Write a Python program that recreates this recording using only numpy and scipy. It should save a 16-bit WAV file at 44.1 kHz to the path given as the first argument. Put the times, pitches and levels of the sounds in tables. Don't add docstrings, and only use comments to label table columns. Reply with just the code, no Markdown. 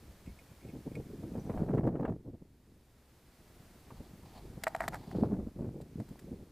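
import sys
import numpy as np
from scipy import signal
from scipy.fft import rfft, irfft
from scipy.io import wavfile
from scipy.ndimage import uniform_filter1d

SR = 44100
rng = np.random.default_rng(int(sys.argv[2]) if len(sys.argv) > 2 else 0)


def master_out(mix):
    frames = np.transpose(np.atleast_2d(mix))
    ceiling = np.clip(frames, -1, 1)
    pcm = np.round(ceiling * 32767).astype(np.int16)
    wavfile.write(sys.argv[1], SR, pcm)


N = 287091
TIME = np.arange(N) / SR

# time in seconds, relative level in dB.
BREEZE = [(0.0, -59), (0.6, -66), (0.85, -54.5), (1.32, -44), (1.74, -37.5), (2.0, -35.5), (2.2, -55.5),
          (2.48, -64), (2.75, -66), (3.15, -68.5), (4.11, -57), (4.59, -58.5), (5.08, -48), (5.3, -39.5),
          (5.53, -61), (5.7, -56), (5.92, -55), (6.51, -59.5)]
# crest in seconds, relative level in dB, half-length in seconds.
PUFFS = [(0.085, -57, 0.0099), (0.285, -49.5, 0.023), (0.52, -56, 0.013), (0.67, -47, 0.033),
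         (0.755, -44.5, 0.04), (0.875, -41, 0.02), (0.975, -42, 0.061), (1.14, -43, 0.011),
         (1.24, -38, 0.013), (1.37, -38, 0.026), (1.51, -40, 0.052), (1.62, -40.5, 0.052),
         (1.755, -29, 0.052), (1.865, -28, 0.027), (2.085, -35.5, 0.064), (2.28, -45, 0.031),
         (2.345, -47.5, 0.015), (2.425, -49, 0.01), (2.73, -64.5, 0.041), (3.6, -54, 0.011),
         (3.925, -53.5, 0.037), (4.01, -42.5, 0.0091), (4.48, -54.5, 0.12), (4.58, -40.5, 0.0058),
         (4.9, -47.5, 0.044), (5.155, -36, 0.022), (5.225, -33, 0.048), (5.335, -36.5, 0.05),
         (5.405, -36.5, 0.026), (5.475, -41.5, 0.023), (5.605, -38.5, 0.037), (5.665, -37.5, 0.036),
         (5.77, -45.5, 0.071), (5.86, -47, 0.0081), (6.005, -39, 0.026), (6.12, -42.5, 0.013),
         (6.245, -47.5, .02), (6.32, -44.5, 0.042), (6.415, -49.5, 0.024)]
# crest in seconds, level in dB, half-length in seconds.
SURGES = [(0.09, -54, .04), (0.3, -50, 0.053), (1.6, -42, 0.082), (4.0, -52.5, .05), (4.5, -52, 0.14),
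          (4.9, -51.5, 0.12), (5.42, -43, 0.055)]
# crest in seconds, added share of flutter in dB, half-length in seconds.
CROSSWIND = [(1.55, 2.5, 0.13), (2.03, 1, 0.17)]
# start in seconds, thump level in dB, pitch in Hz, crackle level in dB.
BUFFETS = [(0.273, -36.5, 204, -78), (1.353, -27, 400, -51.5), (1.496, -26, 503, -45.5),
           (1.575, -28, 613, -45.5), (1.620, -19.5, 200, -66), (1.686, -35, 404, -46),
           (1.777, -26, 124, -38.5), (1.954, -24, 325, -45), (1.929, -31, 250, -61), (2.05, -25, 465, -35),
           (3.904, -46, 545, -48), (4.008, -41, 131, -71), (4.134, -42, 151, -77), (4.23, -44, 172, -62),
           (5.150, -27, 450, -52), (5.185, -22, 310, -58), (5.226, -15, 218, -60), (5.235, -19.5, 583, -70),
           (5.329, -20, 234, -68), (5.653, -44, 520, -60), (5.803, -36.5, 477, -67), (5.956, -30, 184, -70),
           (5.999, -28, 170, -64), (6.157, -45, 684, -73), (6.316, -31, 218, -75)]
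# frequency in Hz, relative level in dB.
DRAUGHT_SPECTRUM = [(15, -7), (32, 1), (65, 5), (95, 2), (140, -9), (400, -61.5)]
RUMBLE_SPECTRUM = [(15, -44), (30, -24.5), (65, -7), (120, 2.5), (200, 2), (340, -3), (460, -8.5),
                   (620, -19.5), (900, -29.5), (1500, -63)]
FLUTTER_SPECTRUM = [(250, -13), (450, 5.5), (680, 1.5), (950, -8.5), (1300, -15.5), (1800, -23.5),
                    (2500, -33.5), (3500, -44), (8000, -63)]
CRACKLE_SPECTRUM = [(300, -30), (700, 15), (1400, 6.5), (2300, -7), (3100, -16), (4000, -34), (12000, -34)]

# start in seconds, relative knock and crunch levels in dB, contact length in seconds.
KNOCKS = [(0.9539, -58, -58, 0.0039), (4.6359, -30.5, -32.5, 0.0066), (4.6680, -18.5, -47, 0.0063),
          (4.6758, -23.5, -51, 0.0015), (4.679, -40, -43.5, 0.005), (4.748, -22.5, -46.5, 0.0051),
          (4.7630, -36, -46, 0.0024), (4.8050, -21.5, -47.5, 0.0056), (4.8170, -28, -57, 0.0015),
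          (4.839, -30.5, -63, 0.0039), (4.879, -22.5, -35.5, 0.008), (4.9328, -36, -69, .004),
          (4.944, -31, -44.5, 0.0024), (4.9570, -45, -59, 0.0062), (5.0270, -56, -76, 0.0034),
          (5.1130, -40, -53, 0.0022), (5.811, -78, -59.5, 0.013), (6, -48, -58.5, 0.0068),
          (6.0880, -55, -60, 0.0039), (6.191, -68, -56.5, 0.0099)]
# crest in seconds, level in dB, half-length in seconds.
DRAGS = [(4.72, -57, 0.13), (4.83, -44, 0.033), (4.945, -42, 0.02), (5.04, -60, 0.011)]
# frequency in Hz, relative level in dB.
GRIT_SPECTRUM = [(700, -2), (1800, 7.5), (2500, 5), (3300, 1), (4500, 2), (6500, -4), (8400, 0.5),
                 (9800, -8), (11800, 4), (13800, -28), (15200, -8), (16000, -33)]
# start in seconds, level in dB, decay time of the rub in seconds.
CLINKS = [(0.262, -52.5, 0.022), (0.389, -49.5, 0.0075), (0.493, -61, 0.022), (0.61, -60, 0.058),
          (0.685, -57, 0.023), (0.915, -60, .006), (0.953, -42, 0.0039)]
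# frequency in Hz, relative level in dB, seconds to fall by 60 dB.
WEDGED_MODES = [(656, -5, 0.035), (770, -6, 0.031), (940, -3.5, 0.012), (1340, -2, 0.0092),
                (1714, 2, 0.0055), (1920, 1, 0.0085), (2290, -7.5, 0.0059)]
BRIGHT_MODES = [(4040, -13, 0.027), (4470, -4.5, 0.014), (7290, -10.5, 0.0037), (7540, -3.5, 0.02),
                (8900, -14.5, 0.012), (10940, -5, 0.01), (13300, -6, 0.0068), (15200, -9, 0.0081)]
CARABINER_MODES = [(2210, -7, 0.045), (2450, -11, 0.06), (2650, -9, 0.017), (5100, -15, .015),
                   (7800, -17, 0.014), (9600, -22, 0.014)]
# start in seconds, level in dB.
TINKS = [(1.396, -62), (1.46, -68)]
# crest in seconds, level in dB, half-length in seconds.
RUSTLES = [(4.0, -68.5, 0.15), (4.37, -59.5, 0.11), (5.1, -59, 0.16)]
# frequency in Hz, relative level in dB.
CLOTH_SPECTRUM = [(300, -8), (800, 13.5), (1500, -8), (3200, -6.5), (4600, -3.5), (5600, -14), (12000, -19)]

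# time in seconds, relative level in dB.
BACKGROUND_LEVELS = [(0.0, -69.5), (1.41, -69.5), (1.59, -70), (1.87, -81), (2.34, -81.5), (3.52, -70.5),
                     (3.62, -69.5), (4.99, -70), (5.35, -74.5), (5.86, -74.5), (6.11, -70.5), (6.51, -74.5)]
# frequency in Hz, relative level in dB.
AIR_SPECTRUM = [(100, 22.5), (400, 14), (620, 14), (800, 12), (1100, 9), (1700, 7), (2200, 6), (3000, 2.5),
                (4600, 2.5), (6000, 0), (12000, -1), (15000, -3), (16000, -16)]
# frequency in Hz, relative level in dB.
SIDE_NOISE_SPECTRUM = [(60, -26), (300, 3.5), (1000, 7), (3000, 4.5), (6600, 4), (7300, -22)]

GUST_DB = -33.5
DRAUGHT_DB, DRAUGHT_FOLLOWS = -49.5, 0.48
FLUTTER_DB, FLUTTER_FOLLOWS, FLUTTER_LIMIT_DB = -47, 1.69, -41


def wind(lumpy_db=4.5, burst_db=4.5, breeze_db=-0.5, puff_db=1.5, waver_db=2.0):
    waver = evened(from_db(waver_db * drift(15.5)), window_s=0.11)
    breeze = level(BREEZE) * from_db(breeze_db) * waver
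    flow = np.hypot(breeze, from_db(puff_db) * swells(PUFFS))
    strength = flow / from_db(GUST_DB)
    eddies = drift(38.3)
    swing = np.hypot(from_db(DRAUGHT_DB) * strength ** DRAUGHT_FOLLOWS, swells(SURGES))
    draught = swing * evened(noise(DRAUGHT_SPECTRUM), window_s=0.13)
    rumble = flow * evened(noise(RUMBLE_SPECTRUM) * from_db(lumpy_db * eddies), window_s=0.044)
    bursts = np.minimum(.5 * eddies + 1.4 * drift(123), 2)
    drive = from_db(FLUTTER_DB - FLUTTER_LIMIT_DB) * strength ** FLUTTER_FOLLOWS
    tearing = from_db(FLUTTER_LIMIT_DB) * np.tanh(drive) * (1 + swells(CROSSWIND))
    flutter = tearing * evened(noise(FLUTTER_SPECTRUM) * from_db(burst_db * bursts), window_s=0.042)
    return draught + rumble + flutter


def buffets(rise_cycles=0.52, crackle_s=0.0039):
    thumps, edges, t = np.zeros(N), np.zeros(N), TIME[:SR // 20]
    for s, db, hz, crackle_db in BUFFETS:
        age = t * hz / rise_cycles
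        shove = (age * np.exp(1 - age)) ** 2
        add(thumps, s, from_db(db) * shove * np.sin(2 * np.pi * hz * t))
        edge = 2 * t / crackle_s * np.exp(-t / crackle_s)
        add(edges, s, from_db(crackle_db) * edge * rng.standard_normal(len(t)))
    return thumps + coloured(edges, CRACKLE_SPECTRUM)


def gear(skid_db=-31, knock_db=-1, crunch_db=-4, metal_db=-23, grain_db=3.5, bite_s=0.00023):
    knocks, grit, t = np.zeros(N), np.zeros(N), TIME[:SR // 10]
    for s, blow_db, grit_db, contact_s in KNOCKS:
        contact = (1 - np.exp(-t / bite_s)) * np.exp(-(t / contact_s) ** 4)
        skid, grains, size = rng.standard_normal((3, len(t)))
        modes = [(hz * (1 + 0.021 * rng.standard_normal()), db, t60) for hz, db, t60 in WEDGED_MODES]
        force = (t == 0) + from_db(skid_db) * skid * contact
        add(knocks, s, from_db(blow_db) * struck(force, modes))
        add(grit, s, from_db(grit_db + grain_db * np.clip(size, -2, 2)) * grains * contact)
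    crunch = from_db(crunch_db) * coloured(grit, GRIT_SPECTRUM)
    bright_ring = from_db(metal_db) * struck(grit, BRIGHT_MODES)
    return from_db(knock_db) * knocks + crunch + bright_ring


def drag(slips_per_s=1600, size_db=3.5, gritty_db=-17):
    slips = (rng.random(N) < slips_per_s / SR) * rng.choice([-1, 1], N)
    slips = slips * from_db(size_db * rng.standard_normal(N))
    dull = coloured(slips, [(400, -11), (620, -2), (780, 8.5), (1100, -4.5),
                            (1500, -5), (1900, -5), (2500, -21), (3500, -32.5)])
    gritty = from_db(gritty_db) * rms_one(coloured(slips, GRIT_SPECTRUM))
    return swells(DRAGS) * (evened(dull, window_s=0.045) + gritty)


def carabiners(rub_db=-23):
    force, t = np.zeros(N), TIME[:SR // 5]
    for s, db, rub_s in CLINKS:
        rub = from_db(rub_db) * np.exp(-t / rub_s) * rng.standard_normal(len(t))
        add(force, s, from_db(db) * ((t == 0) + rub))
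    return struck(force, CARABINER_MODES)


def tinks(hz=5920, t60_s=0.12):
    force = np.zeros(N)
    for s, db in TINKS:
        add(force, s, [from_db(db)])
    return ring(force, hz, t60_s)


def sleeve(uneven_db=3.0):
    return swells(RUSTLES) * rms_one(noise(CLOTH_SPECTRUM) * from_db(uneven_db * drift(40)))


def rock_face(x, decay_s=0.029, wet_db=-22, dull_hz=2500):
    t = TIME[:SR // 5]
    lowpass = signal.butter(2, dull_hz, fs=SR, output="sos")
    scatter = signal.sosfilt(lowpass, rng.standard_normal(len(t))) * np.exp(-t / decay_s)
    echo = signal.fftconvolve(x, scatter / np.linalg.norm(scatter))[:N]
    return from_db(wet_db) * echo * np.sqrt(2 * dull_hz / SR)


def air(air_db=8.0):
    return level(BACKGROUND_LEVELS) * from_db(air_db) * noise(AIR_SPECTRUM)


def from_db(db):
    return 10 ** (np.asarray(db) / 20)


def rms_one(x):
    return x / np.sqrt(np.mean(x ** 2) + 1e-20)


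def level(rows):
    s, db = np.transpose(rows)
    return from_db(np.interp(TIME, s, db, left=-120, right=-120))


def swells(rows):
    powers = (from_db(db) ** 2 * np.exp(-np.minimum(2 * ((TIME - crest_s) / half_s) ** 2, 100))
              for crest_s, db, half_s in rows)
    return np.sqrt(sum(powers))


def coloured(x, spectrum, size=2048):
    hz, db = np.transpose(spectrum)
    grid_hz = np.maximum(np.arange(size + 1) * SR / (2 * size), 1)
    gains = from_db(np.interp(np.log(grid_hz), np.log(hz), db))
    cepstrum = irfft(np.log(gains))
    lag = np.arange(2 * size)
    response = irfft(np.exp(rfft(2 * cepstrum * (lag > 0) * (lag < size))))
    return signal.fftconvolve(x, response / np.linalg.norm(response))[:N]


def noise(spectrum):
    return rms_one(coloured(rng.standard_normal(N), spectrum))


def drift(rate_hz):
    r = np.exp(-2 * np.pi * rate_hz / SR)
    return rms_one(signal.lfilter([1], [1, -2 * r, r * r], rng.standard_normal(N + SR))[SR:])


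def evened(x, window_s):
    size = max(int(window_s * SR), 2)
    return x / np.sqrt(uniform_filter1d(uniform_filter1d(x ** 2, size), size) + 1e-12)


def ring(clicks, hz, t60):
    r, w = from_db(-60 / (t60 * SR)), 2 * np.pi * hz / SR
    return signal.lfilter([0, np.sin(w)], [1, -2 * r * np.cos(w), r * r], clicks + 1e-18)


def struck(force, modes):
    return sum((-1) ** k * from_db(db) * ring(force, hz, t60) for k, (hz, db, t60) in enumerate(modes))


def add(track, s, sound):
    start = int(s * SR)
    track[start:start + len(sound)] += sound[:N - start]


def scene(side_floor_db=-8, side_low_db=-33, side_burst_db=-7):
    metal = gear() + drag() + carabiners() + tinks()
    mid = wind() + buffets() + metal + rock_face(metal) + sleeve() + air()
    side = from_db(side_floor_db) * level(BACKGROUND_LEVELS) * noise(SIDE_NOISE_SPECTRUM)
    side += from_db(side_low_db) * wind()
    side += from_db(side_burst_db) * rock_face(metal)
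    return np.array([mid + side, mid - side])


def record(dry, cutoff_hz=15500):
    return signal.sosfilt(signal.ellip(10, .2, 70, cutoff_hz, fs=SR, output="sos"), dry)


dry = scene()
out = record(dry)
master_out(out)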